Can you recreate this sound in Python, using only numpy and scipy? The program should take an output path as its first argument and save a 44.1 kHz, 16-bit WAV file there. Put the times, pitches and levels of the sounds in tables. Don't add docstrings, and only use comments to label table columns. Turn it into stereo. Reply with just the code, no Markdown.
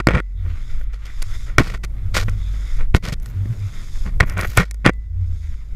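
import sys
import numpy as np
from scipy import signal
from scipy.fft import rfft, irfft, next_fast_len
from scipy.io import wavfile
from scipy.ndimage import uniform_filter1d

SR = 44100
rng = np.random.default_rng(int(sys.argv[2]) if len(sys.argv) > 2 else 0)


def transcribe(signal):
    frames = np.atleast_2d(signal).T
    limited = np.clip(frames, -1, 1)
    pcm = np.round(limited * 32767).astype(np.int16)
    wavfile.write(sys.argv[1], SR, pcm)


N = 253575
T = np.arange(N) / SR


def undb(db):
    return 10 ** (np.asarray(db) / 20)


def unit(x):
    return x / np.sqrt(np.mean(x ** 2))


def peak(x):
    return x / np.abs(x).max()


def curve(points):
    return np.interp(T, *np.transpose(points))


def during(start, end, fade_s):
    return np.clip(np.minimum(T - start, end - T) / fade_s + .5, 0, 1)


def add(track, start, sound):
    i = max(int(start * SR), 0)
    track[i:i + len(sound)] += sound[:N - i]


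def walk(rate):
    hold = max(int(SR / rate), 1)
    steps = rng.standard_normal(N)[np.arange(N) // hold]
    return unit(uniform_filter1d(uniform_filter1d(steps, hold), hold))


def tone(hz):
    return np.sqrt(2) * np.sin(2 * np.pi * np.cumsum(hz) / SR)


def grains(rate, spread_db):
    hit = rng.random(N) < rate / SR
    size = undb(spread_db * np.minimum(rng.exponential(size=N), 3))
    return unit(hit * size * rng.standard_normal(N))


def band(x, low_hz, high_hz, order=2):
    return signal.sosfilt(signal.butter(order, [low_hz, high_hz], "bandpass", fs=SR, output="sos"), x)


def colour(x, points):
    hz, db = np.transpose(points)
    size = 2 * next_fast_len(len(x) // 2 + SR // 8)
    freqs = np.maximum(np.arange(size // 2 + 1) * SR / size, 1)
    gain = undb(np.interp(np.log(freqs), np.log(hz), db))
    cepstrum = irfft(np.log(gain))
    cepstrum[1:size // 2] *= 2
    cepstrum[size // 2 + 1:] = 0
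    return irfft(rfft(x, size) * np.exp(rfft(cepstrum)))[:len(x)]


def ring(force, modes):
    t = T[:int(SR * max(fade_s for _, fade_s, _ in modes))]
    response = sum(undb(db - 60 * t / fade_s) * np.cos(2 * np.pi * hz * t) for hz, fade_s, db in modes)
    return signal.fftconvolve(force, response / np.linalg.norm(response))[:len(force)]


def wind(buffet_db=3, rush_db=6, hum_db=-0.62):
    # frequency in Hz, level in dB.
    buffet_colour = [(5, -16), (12, 16.5), (26, 12.5), (40, -1), (70, -10), (110, -6.5), (200, -69.5)]
    rush_colour = [(30, -1.5), (70, 7), (110, 6.5), (140, 0), (200, -5.5), (300, -17), (500, -22.5),
                   (900, -30.5), (3000, -46.5)]
    # time in seconds, relative level in dB.
    buffet_levels = [(0.25, -43), (0.8, -18), (1.0, -28.5), (1.3, -19.5), (1.9, -30), (2.2, -21),
                     (2.55, -30), (2.85, -19), (3.3, -36), (3.75, -36.5), (4.03, -13.5), (4.75, -43),
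                     (5.35, -28)]
    rush_levels = [(0.25, -54), (0.48, -45), (0.82, -46.5), (1.15, -60.5), (1.55, -45.5), (2.2, -37.5),
                   (2.7, -48), (3.15, -51), (3.45, -35), (3.8, -44.5), (4.35, -38.5), (4.75, -53),
                   (5.6, -48.5)]
    hum_levels = [(0.4, -25), (0.7, -33), (0.85, -21), (1.24, -37), (1.6, -27), (2.55, -20.5), (2.8, -33.5),
                  (3.48, -29.5), (3.78, -50), (4.0, -31), (4.35, -31.5), (4.68, -25.5), (5.7, -30)]
    swirl_db = 2 * walk(15)
    buffet = unit(colour(rng.standard_normal(N), buffet_colour))
    buffet *= undb(curve(buffet_levels) + buffet_db + swirl_db)
    rush = unit(colour(rng.standard_normal(N), rush_colour))
    rush *= undb(curve(rush_levels) + rush_db + swirl_db)
    pole_hz = np.interp(T, [.3, 2.2, 4.8], [48, 48.5, 52]) * (1 + 0.033 * walk(15))
    hum = tone(pole_hz) * undb(curve(hum_levels) + hum_db + swirl_db / 2)
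    return buffet + rush + hum


def scrapes(edge_db=-16, deepest_share=0.26):
    # start and length in seconds, then relative levels
    # of rasp, grit and shudder in dB.
    digs = [ (0.0, 0.012, -20, -44, -15.5), (0.079, 0.053, -21, -67, -20), (0.127, 0.08, -17.5, -56, -15),
            (0.448, 0.032, -44, -69, -34), (0.924, 0.049, -47, -55, -56), (1.049, 0.035, -41.5, -45, -66),
            (1.219, 0.01, -38, -35.5, -46), (1.461, 0.094, -43.5, -78, -44.5),
            (1.581, 0.044, -15, -33.5, -10), (1.608, 0.17, -33, -41, -34), (1.737, 0.022, -27, -42, -29),
            (1.833, 0.023, -29, -37.5, -31), (2.139, 0.1, -21.5, -29.5, -38),
            (2.162, 0.021, -18, -22.5, -26), (2.281, 0.012, -23, -58, -22.5),
            (2.786, 0.055, -34.5, -63, -33), (2.942, 0.042, -28.5, -32, -19),
            (3.024, 0.059, -29.5, -37, -31.5), (3.072, 0.044, -30.5, -38, -23.5),
            (3.12, 0.023, -30, -30.5, -25), (4.05, 0.053, -38, -53.5, -27.5), (4.2, 0.032, -25.5, -53, -25),
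            (4.226, 0.019, -20, -55, -15.5), (4.24, 0.24, -37, -70, -37.5), (4.369, 0.067, -22.5, -64, -34),
            (4.42, 0.05, -26.5, -47, -36.5), (4.455, 0.24, -44, -49.5, -61),
            (4.561, 0.083, -18, -36.5, -17.5), (4.845, 0.058, -11.5, -48.5, -10.5)]
    # frequency in Hz, level in dB.
    grit_colour = [(800, -13.5), (2400, 4.5), (4800, 4), (7000, -1.5), (9000, -8), (13000, -11),
                   (15500, -21.5)]
    shudder_colour = [(15, -9.5), (50, 10.5), (130, 5), (180, 10.5), (225, -7.5), (400, -11), (520, -9.5),
                      (750, -19.5), (1100, -15.5), (3000, -75.5)]
    rasp_gain, grit_gain, shudder_gain = np.zeros((3, N))
    for start, length, *levels in digs:
        lift = np.interp((T - start) / length, [0, deepest_share, 1], [1, 0, 1])
        depth = during(start, start + length, fade_s=0.0029) * undb(edge_db * lift ** 2)
        for gain, db in zip((rasp_gain, grit_gain, shudder_gain), levels):
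            gain += depth * undb(db)
    fits = unit(undb(3.2 * walk(260)))
    rasp = shell(rasp_gain * fits * grains(3500, spread_db=2.4))
    crystals = unit(colour(grains(6000, spread_db=3.6), grit_colour))
    grit = grit_gain * fits * crystals * undb(2.5)
    shudder = shudder_gain * unit(colour(rng.standard_normal(N), shudder_colour)) * undb(2)
    return rasp + grit + shudder


def shell(force, pole_db=-39):
    # pitch in Hz, seconds to fade by 60 dB, relative level in dB.
    case_modes = [(494, 0.0067, -4), (670, 0.014, -21.5), (1150, 0.011, -10), (1433, 0.011, 0.5),
                  (1867, 0.011, 0.5), (2145, 0.022, -9), (2290, 0.025, -16.5), (3240, 0.0091, -9),
                  (4920, 0.015, -18.5), (4670, 0.018, -19.5), (5928, .009, -21.5), (7950, 0.013, -22)]
    pole_modes = [(2000, 0.66, -3), (2700, 0.15, -8.5), (4320, 0.42, -21.5)]
    # frequency in Hz, level in dB.
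    wall = [(80, -8), (350, 4), (2400, -1.5), (3100, -7), (5000, -15), (8300, -18), (9600, -18.5),
            (15000, -40)]
    return colour(ring(force, case_modes), wall) + undb(pole_db) * ring(force, pole_modes)


def knocks(crunch_db=-13, crunch_s=0.0012, crack_db=-15, mount_db=-8, shell_db=3):
    # time in seconds, relative levels of ring and thump in dB,
    # length of the push in seconds.
    blows = [ (0.0709, 6, 5, 0.0034), (0.0866, -6, -6, 0.0017), (0.108, -14, -10, 0.0007),
             (0.1602, -22, -19, 0.0028), (0.2016, -15.5, -27, 0.0022), (0.813, -35.5, -36.5, 0.0013),
             (1.583, 8, -4, 0.011), (1.604, -27.5, -2, 0.0036), (2.943, -18, -3, 0.0095),
             (2.9479, -0.5, -4.5, 0.0031), (3.4565, -37, -22.5, 0.00396), (4.2028, -6, -15, 0.0012),
             (4.2060, 3, -2.5, 0.01), (4.5763, -2.5, -9, 0.0025), (4.583, -4.5, -3, 0.0078),
             (4.8623, 5.5, 8.5, 0.0023), (4.8944, -7.5, -8, 0.0026)]
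    # pitch in Hz, seconds to fade by 60 dB, relative dB.
    mount_modes = [(115.3, 0.023, -10), (329, 0.027, 2.5), (510, 0.033, 7), (750, 0.0076, -6.5)]
    out, t = np.zeros(N), T[:SR]
    for start, ring_db, thump_db, push_s in blows:
        crunch = rng.standard_normal(len(t)) * np.exp(-t / crunch_s)
        strike = (t == 0) + undb(crunch_db) * crunch
        clack = undb(shell_db) * peak(shell(strike))
        crack = undb(crack_db) * band(crunch, 400, 4700, order=1)
        add(out, start, undb(ring_db) * (clack + crack))
        push = np.sin(np.pi * np.minimum(t / push_s, 1)) ** 2
        thump = push + undb(mount_db) * peak(ring(push, mount_modes))
        add(out, start, -undb(thump_db) * thump)
    return out


def vortices(start_share=0.9, end_share=0.83):
    # start, fastest moment and end in seconds,
    # top pitch in Hz, level at that moment in dB, change of level at both ends in dB.
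    sweeps = [(0.332, 0.454, 0.56, 90.8, -23, -9.5), (2.013, 2.254, 2.52, 101, -20, -12.5),
              (3.351, 3.547, 3.68, 105.8, -22.5, 0.5), (4.281, 4.37, 4.47, 96, -24.5, -5.5),
              (5.051, 5.24, 5.55, 87.2, -18.5, -16.5)]
    out = np.zeros(N)
    for start, fastest, end, top_hz, top_db, ends_db in sweeps:
        hz = top_hz * np.interp(T, [start, fastest, end], [start_share, 1, end_share])
        db = top_db + ends_db * np.interp(T, [start, fastest, end], [1, 0, 1])
        unsteady = (hz / 100) ** 2
        wander = .045 * unsteady * walk(45)
        flutter_db = 3.5 * unsteady * walk(45)
        out += during(start, end, fade_s=0.019) * tone(hz * (1 + wander)) * undb(db + flutter_db)
    return out


def turns(flat_glide_db=-67, flat_spray_db=-73, glide_power=0.25, spray_power=1.16):
    # start, fullest moment and end in seconds, glide and spray levels in dB.
    ski_turns = [(0.366, 0.695, 0.88, -50, -54.5), (0.887, 1.406, 1.577, -48.5, -48),
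                 (1.9, 2.759, 2.867, -50, -50.5), (3.196, 4.008, 4.15, -51, -48.5),
                 (5.122, 5.39, 5.89, -60.5, -58.5)]
    glide_gain, spray_gain = undb(flat_glide_db), undb(flat_spray_db)
    for start, fullest, end, glide_db, spray_db in ski_turns:
        load = np.interp(T, [start, fullest, end], [0, 1, 0])
        glide_gain = np.hypot(glide_gain, undb(glide_db) * load ** glide_power)
        spray_gain = np.hypot(spray_gain, undb(spray_db) * load ** spray_power)
    return glide_gain, spray_gain


def skis(glide_flutter_db=2.7, spray_flutter_db=0.78, edge_band_hz=(3370, 3750)):
    # frequency in Hz, level in dB.
    glide_colour = [(200, -1.5), (500, -5.5), (850, -8), (1350, 1), (1680, -4), (2100, 3), (2900, -11),
                    (3550, -7.5), (4200, -15), (8000, -35.5)]
    spray_colour = [(1500, -11.5), (2900, -8.5), (3550, 6.5), (4150, -5), (5100, 4.5), (5800, -2),
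                    (6700, 2.5), (8200, -7), (10000, -9.5), (11600, -7), (13000, -18), (15000, -20)]
    # middle and half-length in seconds, level in dB.
    bites = [(0.394, 0.031, -58.5), (0.66, 0.057, -59), (2.456, 0.067, -50.5), (3.774, 0.064, -54.5),
             (5.421, 0.049, -64)]
    glide_gain, spray_gain = turns()
    chatter = walk(40)
    glide = unit(colour(grains(6500, spread_db=3.6), glide_colour)) * undb(glide_flutter_db * chatter)
    spray = unit(colour(grains(10000, spread_db=2.2), spray_colour)) * undb(spray_flutter_db * chatter)
    hiss = glide_gain * glide + spray_gain * spray
    delay_s = 0.0007 * undb(2.2 * walk(9.4))
    bounce = .2 * np.interp(T - delay_s, T, hiss)
    bite_gain = sum(undb(db) * np.exp(-((T - middle) / half_s) ** 2) for middle, half_s, db in bites)
    singing = bite_gain * unit(band(rng.standard_normal(N), *edge_band_hz))
    return hiss + bounce + singing


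def showers(burst_s=0.0008):
    # start and end in seconds, level in dB.
    spells = [(0.793, 0.843, -58.5), (2.153, 2.293, -57), (3.222, 3.319, -53), (4.258, 4.343, -54),
              (4.372, 4.626, -44.5)]
    # frequency in Hz, level in dB.
    patter_colour = [(2000, -5), (4500, -5), (6800, 1), (9000, -14), (11500, 2), (14000, -2.5),
                     (16000, -5.5)]
    gain = sum(undb(db) * ((T > start) & (T < end)) for start, end, db in spells)
    landings = np.abs(grains(800, spread_db=2.5))
    bursts = signal.fftconvolve(landings, np.exp(-T[:SR // 100] / burst_s))[:N]
    return gain * unit(colour(bursts * rng.standard_normal(N), patter_colour))


def pellets(burst_s=0.0016, tick_db=-1.5, shell_db=-7.5):
    # time in seconds, relative level in dB.
    hits = [(1.2254, -15.5), (1.8386, -26), (1.8475, -22), (2.2957, -26), (2.962, -19), (3.1995, -35),
            (3.2597, -24.5), (4.2976, -18.5), (4.3792, -20.5), (4.411, -13.5), (4.5732, -1), (4.711, -18.5),
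            (4.744, -30.5), (4.9347, -42)]
    out, t = np.zeros(N), T[:SR // 2]
    for start, db in hits:
        burst = rng.standard_normal(len(t)) * np.exp(-t / burst_s)
        tick = undb(tick_db) * peak(band(burst, low_hz=2400, high_hz=10000))
        clack = undb(shell_db) * peak(shell(burst))
        add(out, start, undb(db) * (tick + clack))
    return out


def scene():
    sound = wind() + vortices() + skis() + scrapes() + knocks() + pellets() + showers()
    return np.array([sound, sound])


def record(dry):
    bottom_hz, top_hz = 8, 15400
    overloaded = np.clip(dry, -1.1, 1.1)
    sagging = signal.sosfilt(signal.butter(1, bottom_hz, "highpass", fs=SR, output="sos"), overloaded)
    treble_cut = signal.ellip(8, .2, 70, top_hz, fs=SR, output="sos")
    return signal.sosfilt(treble_cut, np.clip(sagging, -1, 1))


dry = scene()
out = record(dry)
transcribe(out)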